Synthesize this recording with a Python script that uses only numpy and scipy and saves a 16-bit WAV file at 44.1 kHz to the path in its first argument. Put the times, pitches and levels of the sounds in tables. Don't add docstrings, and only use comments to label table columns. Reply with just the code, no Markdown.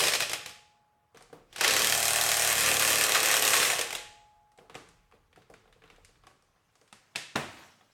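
import sys
import numpy as np
from scipy import signal
from scipy.fft import rfft, irfft, next_fast_len
from scipy.io import wavfile
from scipy.ndimage import uniform_filter1d

SR = 44100
rng = np.random.default_rng(int(sys.argv[2]) if len(sys.argv) > 2 else 0)


def wav_record(signal):
    frames = np.transpose(np.atleast_2d(signal))
    bounded = np.clip(frames, -1, 1)
    quanta = np.round(bounded * 32767).astype(np.int16)
    wavfile.write(sys.argv[1], SR, quanta)


N = 349699
TIME = np.arange(N) / SR


# (frequency [Hz], density [dB per Hz])
AIR = [(15, -40), (25, -20), (105, 1), (312, -14), (482, -9), (568, -9.5), (766, -13), (831, -8.5),
       (926, -13.5), (1060, -8), (4000, -28.5), (9000, -31), (16500, -34)]
AIR_DB = -74

# (full level reached [s], let go [s], level against the hammering [dB], car body rumble [dB])
RUNS = [(-1, 0.0078, 1, -34), (1.635, 3.674, 1, -36)]
# (time [s], blows struck so far [count])
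BLOW_COUNT = [(1.6783, 0), (1.7086, 1), (1.7929, 4), (2.2898, 23), (2.5265, 32), (3.0108, 50), (3.5049, 68)]
# (time [s], rattle level [dB], treble against rattle [dB], blow level [dB],
# spokes level [dB], barrel level [dB], car body level [dB])
STRIKES = [(1.67, -26, -14, -10, -50.5, -36, -47), (1.85, -28.5, -5, -10, -50, -39.5, -50),
           (1.93, -33, 0, -12.5, -35.5, -45.5, -47.5), (2.45, -28.5, -2, -12.5, -36, -51, -48.5),
           (2.65, -26.5, -4.5, -11.5, -42, -41.5, -44), (2.95, -27, -2, -12, -38.5, -41.5, -47),
           (3.1, -26, -8.5, -12.5, -39, -42, -52), (3.53, -27, -2, -12, -39.5, -40.5, -57.5)]
SPIN_UP_DB_PER_S, COAST_DB_PER_S = 334, 92.5
DULLER_DB_PER_S = 18
# (time [s], depth [dB])
DIPS = [(2.55, 7.5), (2.785, 7), (3.075, 6.5), (3.155, -6), (3.215, 3), (3.275, -2.5), (3.345, -2.5),
        (3.405, 12.5)]
DIP_S = 0.013
# (time [s], level [dB])
SINGLE_BLOWS = [(0.004, -10), (0.0295, -16), (0.0382, -10.5), (0.052, -16), (0.07, -11), (0.083, -9),
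                (0.1213, -14), (0.1362, -8.5), (0.152, -12.5), (0.2001, -18), (0.2051, -9), (0.2226, -12.5),
                (0.296, -17), (0.3161, -20.5), (0.333, -12.5), (0.4608, -22.5), (0.4777, -38),
                (0.4936, -32), (0.5094, -41.5), (0.547, -43.5), (1.528, -33), (1.5614, -23.5),
                (1.5826, -21.5), (1.6102, -7), (1.638, -12), (1.645, -7), (3.534, -6.5), (3.5403, -7.5),
                (3.552, -12), (3.5659, -11.5), (3.5728, -13), (3.6003, -10), (3.6175, -19), (3.6295, -9),
                (3.65, -12), (3.6614, -18.5), (3.6765, -21.5), (3.7017, -7.5), (3.7188, -16.5),
                (3.7329, -15), (3.752, -22), (3.786, -18), (3.7917, -12), (3.8119, -11.5), (3.906, -18),
                (3.928, -19), (3.9512, -16)]
FLARE_DB, FLARE_T60_S = -17, 0.11
WHEEL_FLARE = 1
BODY_FOLLOWS = 0.61
WHEEL_DB = -10.5

# (frequency [Hz], density [dB per Hz])
RATTLE = [(530, -30.5), (900, -5.5), (1120, 3), (1360, -0.5), (1780, 4.5), (2560, 0), (4370, -4.5),
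          (8330, -2.5), (10900, -9), (12300, -12), (16500, -20)]
# (frequency [Hz], width [Hz], level [dB])
SOCKET = [(1130, 55, 0), (1790, 50, 0), (2000, 70, -5), (2515, 80, 1), (2720, 80, -4), (3200, 150, -3),
          (4080, 75, -4), (5430, 70, -4), (8500, 120, -3), (12100, 250, -8)]
# (frequency [Hz], gain [dB])
SLACK = [(900, -2.5), (1400, -3.5), (2000, -1), (2700, 3.5), (3600, 2.5), (5000, 8), (7000, 1)]
# (time [s], share seated firmly [0 to 1])
SEATED = [(0.3, 0), (1.6, 0.55), (1.95, 0.94)]
# (frequency [Hz], density [dB per Hz])
WHEEL_ROAR = [(200, -38.0), (350, -6.5), (500, -2.0), (800, -3.0), (1100, -19.0), (1500, -42.5)]
BODY_RUMBLE = [(25, -30.5), (60, -10.0), (110, 0.5), (250, -7.0), (350, -59)]
JOLT, JOLT_TURNS = 0.19, 0.1
RATTLE_ROOM_DB = -3

# (frequency [Hz], density [dB per Hz])
CRACK = [(880, -36), (1500, -10.5), (1560, -4.5), (3180, -1), (3590, -1), (8330, 0.5), (10900, -6),
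         (12300, -0.5), (16500, -28)]
# (frequency [Hz], level [dB], t60 [s])
ANVIL = [(1130, -3, 0.03), (1290, -7, 0.03), (1460, -8, 0.03), (1790, -3, 0.025), (1970, -5, 0.02),
         (2340, -8, .02), (2515, 0, 0.022), (2730, -4, .02), (3200, 0, .018), (4085, -7, .02),
         (8500, -1, .025)]
SEAT_SPREAD = .006
# (time [s], level against the other blows [dB], strongest ring [Hz])
DISTINCT = [(1.709, 0, 1760), (1.766, 3.5, 2490), (1.871, 4.5, 3190), (1.925, 7.5, 2360), (2.029, 0, 2810),
            (2.08, 0, 3200), (2.16, 0, 3200), (2.343, -2, 1750), (2.82, 5, 1310), (2.956, 3, 2580),
            (3.01, 3, 2450), (3.04, 5.5, 2500), (3.12, 4, 2550), (3.149, 2.5, 2510), (3.175, -1.5, 2500),
            (3.28, -4, 1150), (3.34, 5, 2520), (3.422, 2.5, 2580), (3.477, 4.5, 3180)]
# (frequency [Hz], density [dB per Hz])
SLOW_BLOW = [(530, -22), (900, -8.5), (1520, -4), (1800, -2), (2700, -2.5), (3920, -4.5), (4600, -8.5),
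             (7030, -9), (12000, -13.5), (16500, -43.5)]
DRUM_DB = -26

# (frequency [Hz], t60 [s])
GARAGE = [(100, 0.94), (300, 0.62), (1000, .55), (3000, 0.61), (8000, 0.55), (11000, 0.33), (13300, 0.33),
          (15000, 0.078)]

# (start [s], level [dB], stilled [s])
RINGING = [(0.33, -58.5, 1.15), (3.85, -52, 6.6)]
# (frequency [Hz], level [dB])
RIM = [(840, 0), (692, -14), (697, -16), (1222, -26)]
RIM_T60_S = 2.6

# (time [s], scuffing level [dB], low rumble level [dB])
HANDS = [
    [(0.5, -87, -78.5), (1.05, -92.5, -97), (1.2, -75.5, -75), (1.52, -91, -69.5)],
    [(3.9, -94, -63), (4.3, -80, -76), (4.55, -87.5, -74.5), (4.85, -78.5, -66.5), (5.4, -86, -70),
     (6.05, -76, -65), (6.3, -81.5, -74), (6.6, -78, -82.5), (6.9, -75.5, -88.5), (7.3, -70.5, -93),
     (7.6, -53, -90), (7.78, -72, -96), (7.93, -73, -81)],
]
# (frequency [Hz], density [dB per Hz])
CLOTH = [(88, -32), (150, 0), (240, -13.5), (448, -7), (821, -5), (2220, -8), (6910, -15), (16000, -28)]
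# (frequency [Hz], density [dB per Hz])
HAND_RUMBLE = [(15, -22.5), (30, 11.5), (70, -1), (120, 4), (180, -39.5)]

# (time [s], click level [dB], knock level [dB], brightness [dB], knock pitch [Hz])
KNOCKS = [(1.147, -47, -47.5, -7, 505), (1.16, -46.5, -54.5, -14, 538), (1.1726, -42.5, -52, -1.5, 985),
          (1.2092, -49, -51, -7, 735), (1.2245, -51, -68, 10, 616), (1.3004, -57, -56, -22, 842),
          (1.3293, -43.5, -38.5, -9, 434), (4.5186, -60.5, -68, 1.5, 850), (4.5765, -58, -58, 7, 851),
          (4.587, -49, -46, -9, 530), (4.616, -65, -53, -19, 500), (4.698, -40, -47.5, -11, 376),
          (4.7451, -40.5, -49, -3, 480), (4.7528, -34.5, -36, -2, 470), (4.8888, -52, -61, 3.5, 307),
          (5.114, -55.5, -69, -8, 1106), (5.1233, -50.5, -55.5, -14, 994), (5.137, -61, -53.5, -16.5, 450),
          (5.152, -63, -78, -17, 1100), (5.168, -67.5, -77, -20, 460), (5.3294, -50.5, -63, -10, 390),
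          (5.361, -46.5, -58, -7, 270), (5.3743, -57, -48, -14.5, 457), (5.4203, -54, -77, -9, 453),
          (5.5006, -52.5, -44.5, -0.5, 460), (5.5394, -43.5, -53, -8.5, 450), (5.6564, -57, -57, -15, 596),
          (5.677, -57, -57, -19, 500), (5.7269, -50.5, -74, -7, 393), (5.762, -71, -56.5, -20, 500),
          (5.8212, -50, -55, -20, 468), (5.8389, -47, -54, -14, 447), (5.858, -56, -66, -7, 1100),
          (5.878, -52, -70, -12, 444), (5.9016, -43.5, -56, -11, 457), (5.925, -60, -57, -12, 460),
          (5.9618, -55.5, -74, -1, 367), (5.9824, -66.5, -54.5, -16, 517), (6.0487, -44.5, -75, 0.5, 789),
          (6.09, -63, -59.5, -16, 460), (6.1567, -56.5, -65, -21, 335), (6.2367, -55, -55, -8, 1160),
          (6.248, -58, -71, -11, 1000), (6.2692, -47, -45.5, 0.5, 870), (6.288, -63, -58, -14, 1130),
          (6.312, -63.5, -60, -18, 1500), (6.4238, -67.5, -67, 12, 870), (6.561, -63, -66.5, -15.5, 768),
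          (6.755, -56, -61, 0, 950), (6.8147, -58, -58, 6.5, 460), (6.878, -58, -79.5, 0, 222.5),
          (7.8096, -53.5, -55.5, -26.5, 1040)]
# (frequency [Hz], level [dB], t60 [s])
HUB = [(169, 9, 0.21), (300, -2.5, 0.18), (455, 1, 0.08), (480, 1.5, 0.082), (665, -15, 0.081),
       (744, 7, 0.054), (895, -3, 0.014), (1110, 6, 0.038), (1540, 5.5, 0.021)]
# (frequency [Hz], density [dB per Hz])
STEEL = [(100, -47), (500, -24), (1000, 0.5), (1300, 3), (2600, -3), (3700, -8), (5000, -22), (15000, -48)]
TICK = [(2500, -40), (4500, -1.5), (9000, -3.5), (12000, -14), (16000, -39)]
THUD = [(40, -65), (70, -23.5), (120, 3.5), (300, -5), (700, -2), (1100, -11.5), (1800, -35)]

# (frequency [Hz], level [dB], t60 [s])
SPOKES = [(610.7, 0, 0.09), (690.5, 3, 0.073), (725.7, 7, 0.056), (775, -2.5, 0.06), (801.6, -5, 0.14),
          (1436, 4, 0.04)]
BARREL = [(296, -6, 0.097), (444, -2, 0.12), (515, -2, 0.21)]
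SHAKE = [(77.3, -7.5, 0.28), (115, 21.5, 0.052), (148, -4, 0.2), (177.2, -1.5, 0.52), (238, -12.5, 0.096),
         (285, -8.5, 0.082)]
# (frequency [Hz], density [dB per Hz])
PANELS = [(120, -30), (200, -5.5), (400, 1.5), (900, -1.5), (1200, -33)]

# (time [s], click level [dB], thud level [dB], brightness [dB],
# thud pitch [Hz], clank level [dB], clank pitch [Hz])
DROPS = [(6.9277, -40, -46, 1, 823, -43, 2340), (7.153, -38, -43, -22.5, 780, -52.5, 1300),
         (7.159, -20.5, -35.5, -5, 795, -21.5, 2600), (7.356, -51, -27.5, -19, 300, -25.5, 1200),
         (7.3588, -17, -20.5, -7.5, 300, -22, 1200)]
# (frequency [Hz], level [dB], t60 [s])
CASE = [(122, -16, 0.082), (216, 9, 0.052), (300, 3, 0.024), (407, -6.5, 0.045), (823, -1, 0.023)]
CLANK = [(954, -5.5, 0.055), (1200, -2, 0.037), (1840, -4.5, 0.022), (2400, -5, 0.021), (2650, 4, 0.019),
         (3560, -6, 0.012)]

BOTTOM_HZ, TOP_HZ = 22, 16620


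def amp(db):
    return 10 ** (np.asarray(db) / 20)


def unit(x):
    return x / np.sqrt(np.mean(x ** 2) + 1e-20)


def along(points, hz):
    f, values = np.transpose(points)
    return np.interp(np.log(hz + 1), np.log(f + 1), values)


def levels(tables, column):
    out = np.zeros(N)
    for rows in map(np.array, tables):
        out += amp(np.interp(TIME, rows[:, 0], rows[:, column], left=-200, right=-200))
    return out


def fading(s, db, t60):
    return amp(db - 60 * np.abs(TIME - s) / t60) * (TIME >= s)


def filtered(x, response):
    size = next_fast_len(x.shape[-1] + 8192)
    spectrum = rfft(x, size) * response(np.fft.rfftfreq(size, 1 / SR))
    return irfft(spectrum, size)[..., :x.shape[-1]]


def resonances(peaks):
    def response(f):
        return sum((-1) ** k * amp(db) * 1j * f * width / (centre ** 2 - f ** 2 + 1j * f * width)
                   for k, (centre, width, db) in enumerate(peaks))
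    return response


def noise(spectrum, patchy_db, size=N):
    z = signal.stft(rng.standard_normal(size + 256), nperseg=256)[2]
    patches = uniform_filter1d(rng.standard_normal(z.shape), 6, 0)
    patches = uniform_filter1d(patches, 8, 1)
    x = signal.istft(z * amp(patchy_db * unit(patches)), nperseg=256)[1][:size]
    return unit(filtered(x, lambda hz: amp(along(spectrum, hz))))


def burst(spectrum, shape):
    near = shape * noise(spectrum, patchy_db=2.5, size=len(shape))
    near = near / np.abs(near).max()
    impulse = 1. * (np.arange(len(shape)) == 100)
    spread = filtered(impulse, lambda hz: amp(along(spectrum, hz)))
    return np.array([near, spread * np.linalg.norm(near) / np.linalg.norm(spread)])


def ring(modes, scatter_db, centre_hz=600, focus_db=0, attack_s=0.00083):
    t = TIME[:SR // 5]
    x = 0
    for hz, db, t60 in modes:
        mode_db = db + scatter_db * rng.standard_normal() - focus_db * abs(np.log2(hz / centre_hz))
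        x = x + amp(mode_db - 60 * t / t60) * np.sin(2 * np.pi * hz * t)
    x = x * (1 - np.exp(-t / attack_s))
    return x / np.abs(x).max()


def add(track, s, sound):
    part = track[..., round(s * SR):][..., :sound.shape[-1]]
    part += sound[..., :part.shape[-1]]


def beats():
    s, count = np.transpose(BLOW_COUNT)
    return np.interp(np.arange(count[-1] + 1), count, s)


def air():
    return amp(AIR_DB) * noise(AIR, patchy_db=-1.5)


def running():
    s, work_db, treble_db = np.transpose(STRIKES)[:3]
    low, high = 0, 0
    for pulled, released, db, _ in RUNS:
        t = TIME - released + RUNS[-1][1]
        off = np.maximum(TIME - released, 0)
        dip_db = sum(depth * np.exp(-((t - at) / DIP_S) ** 2) for at, depth in DIPS)
        spin_up_db = SPIN_UP_DB_PER_S * np.maximum(pulled - TIME, 0)
        gain = amp(np.interp(t, s, work_db) - dip_db + db - spin_up_db - COAST_DB_PER_S * off)
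        low = low + gain
        high = high + gain * amp(np.interp(t, s, treble_db) - DULLER_DB_PER_S * off)
    flare = sum(fading(at, db + FLARE_DB, FLARE_T60_S) for at, db in SINGLE_BLOWS)
    return np.hypot(low, flare), np.hypot(high, amp(-6.5) * flare), np.hypot(low, WHEEL_FLARE * flare)


def rattle():
    turn = np.interp(TIME, *np.transpose(BLOW_COUNT), left=.5, right=.5)
    phase = turn % 1
    free = 1 - 0.7 * np.exp(-((phase - .96) / 0.045) ** 2)
    each = amp(0.95 * rng.standard_normal(len(beats()) + 1))[turn.astype(int)]
    shudder = 1 + JOLT * np.exp(-phase / JOLT_TURNS) + 0.25 * np.cos(2 * np.pi * (3 * turn - .1))

    ticks = (rng.random(N) < 900 / SR) * amp(2.5 * rng.exponential(size=N)) * rng.choice([-1, 1], N)
    chatter = unit(filtered(ticks + 3.8 * rng.standard_normal(N), resonances(SOCKET)))
    steel = unit(noise(RATTLE, patchy_db=1.5) + .5 * chatter)
    seated = np.interp(TIME, *np.transpose(SEATED)).clip(0, 1)
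    slack = filtered(steel, lambda hz: amp(along(SLACK, hz)))
    steel = seated * steel + (1 - seated) * slack
    treble = filtered(steel, lambda hz: 1 / (1 + (6500 / (hz + 1)) ** 8))

    low, high, shaken = running()
    out = amp(-4.0) * free * each * shudder * (low * unit(steel - treble) + high * unit(treble))
    loose = np.where((TIME > RUNS[-1][0]) & (TIME < RUNS[-1][1]), .55, 1)
    wheel = amp(WHEEL_DB) * shaken * free * noise(WHEEL_ROAR, patchy_db=2.0)
    body_db = np.where(TIME < 1, RUNS[0][3], RUNS[1][3])
    body = amp(body_db) * shaken ** BODY_FOLLOWS * noise(BODY_RUMBLE, patchy_db=2.5)
    return out + loose * (wheel + body)


def blows():
    out, t = np.zeros((2, N)), TIME[:SR // 20]
    second_lug = 0.8 * amp(-60 * (t - .0017) / 0.006) * (t > .0017)
    sharp = amp(-60 * t / 0.0033) + 0.2 * amp(-60 * t / 0.16) + second_lug
    soft = (amp(-60 * t / 0.018) + 0.16 * amp(-60 * t / 0.04)) * (1 - np.exp(-t / 0.0013))
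    blow_s, blow_db = np.array(STRIKES)[:, [0, 3]].T
    for s in beats():
        _, extra_db, hz = next((row for row in DISTINCT if abs(row[0] - s) < .009), (s, 0, 0))
        db = np.interp(s, blow_s, blow_db) - 1.2 + extra_db + rng.normal(0, 0.57)
        seated = [(f * (1 + SEAT_SPREAD * rng.standard_normal()), level, t60) for f, level, t60 in ANVIL]
        anvil = ring(seated, scatter_db=4, centre_hz=hz or 2000, focus_db=12 * (hz > 0))
        add(out, s - .0002, amp(db - extra_db / 2) * burst(CRACK, sharp))
        add(out, s, amp(db - 10) * anvil)
    for s, db in SINGLE_BLOWS:
        add(out, s - .001, amp(db - 5.5) * burst(SLOW_BLOW, soft))
        wheel_db = db + DRUM_DB + 2.5 * rng.standard_normal()
        add(out, s, amp(wheel_db) * ring(SPOKES + BARREL, scatter_db=2))
    return out


def garage(x):
    out, step = np.zeros(N + 2 * SR), SR // 3
    for start in range(0, N, step):
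        hz, t, z = signal.stft(rng.standard_normal(SR), SR, nperseg=256)
        fast = amp(-60 * t / along(GARAGE, hz)[:, None])
        slow = amp(-24 - 60 * t / 0.43)
        tail = signal.istft(z * (fast + slow), SR, nperseg=256)[1]
        echo = signal.fftconvolve(x[start:start + step], tail / np.linalg.norm(tail))
        add(out, start / SR + .004, echo)
    return out[:N]


def rim():
    level = sum(fading(s, db, RIM_T60_S) * (TIME < end) for s, db, end in RINGING)
    smooth = uniform_filter1d(level, size=SR // 50)
    return np.sqrt(2) * smooth * sum(amp(db) * np.sin(2 * np.pi * hz * TIME) for hz, db in RIM)


def scuffing():
    scuff = levels(HANDS, 1) * noise(CLOTH, patchy_db=4.0)
    return scuff + levels(HANDS, 2) * noise(HAND_RUMBLE, patchy_db=-1.5)


def contacts(rows, modes, t60, grit, tilt, plain_db):
    out, t = np.zeros((2, N)), TIME[:SR // 10]
    shape = (amp(-60 * t / t60) + .8 * amp(-60 * t / .014)) * (1 - np.exp(-t / 0.0007))
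    edge = amp(-60 * t / 0.01) * (1 - np.exp(-t / 0.00036)) + grit * shape
    slow = amp(-60 * t / 0.27) * (1 - np.exp(-t / 0.00035))
    for s, db, low_db, bright_db, hz, *_ in rows:
        hard_db = tilt * (db - low_db - plain_db)
        steel = [(f, level + hard_db * np.log2(min(f, 6000) / 2000)) for f, level in STEEL]
        click = burst(steel, shape) + amp(bright_db - 1.5) * burst(TICK, edge)
        knock = ring(modes, scatter_db=2.5, centre_hz=hz, focus_db=12)
        add(out, s - .001, amp(db) * click)
        add(out, s - .001, amp([[low_db + 1], [low_db - 3]]) * knock)
        add(out, s - .001, amp(low_db - 4.5) * burst(THUD, slow))
    return filtered(out, lambda hz: (1j * hz / (1j * hz + 90)) ** 2)


def knocks():
    return contacts(KNOCKS, HUB, t60=0.049, grit=0.59, tilt=0.22, plain_db=-1)


def drumming():
    out = 0
    answers = [(SPOKES, 0), (BARREL, .002), (SHAKE, .012)]  # modes, delay [s]
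    for column, (modes, late) in enumerate(answers, start=4):
        track = np.zeros(N)
        for s in beats():
            add(track, s + late, amp(rng.normal(0, 1)) * ring(modes, scatter_db=1, attack_s=.005))
        out = out + amp(-3.0) * levels([STRIKES], column) * track / np.std(track[track != 0])
    t, track = TIME[:SR // 10], np.zeros(N)
    panels = noise(PANELS, patchy_db=1.5, size=len(t)) * amp(-60 * t / 0.4) * (1 - np.exp(-t / 0.0017))
    for s in beats():
        add(track, s, panels)
    return out + amp(-5) * levels([STRIKES], 5) * track / np.std(track[track != 0])


def drops():
    return contacts(DROPS, CASE, t60=0.045, grit=0.75, tilt=0.64, plain_db=1.5)


def clanks():
    out = np.zeros((2, N))
    for s, *_, db, hz in DROPS:
        clank = ring(CLANK, scatter_db=1.5, centre_hz=hz, focus_db=10)
        add(out, s - .001, amp([[db], [db - 5]]) * clank)
    return out


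def scene():
    tool = blows() + amp([[0], [RATTLE_ROOM_DB]]) * rattle()
    near, spread = tool + scuffing() + knocks() + drops() + clanks()
    return (near + amp(-5.0) * garage(spread) + drumming() + rim() + air())[None]


def record(dry):
    return filtered(dry, lambda hz: (hz < TOP_HZ) * (1j * hz / (1j * hz + BOTTOM_HZ)) ** 2)


dry = scene()
out = record(dry)
wav_record(out)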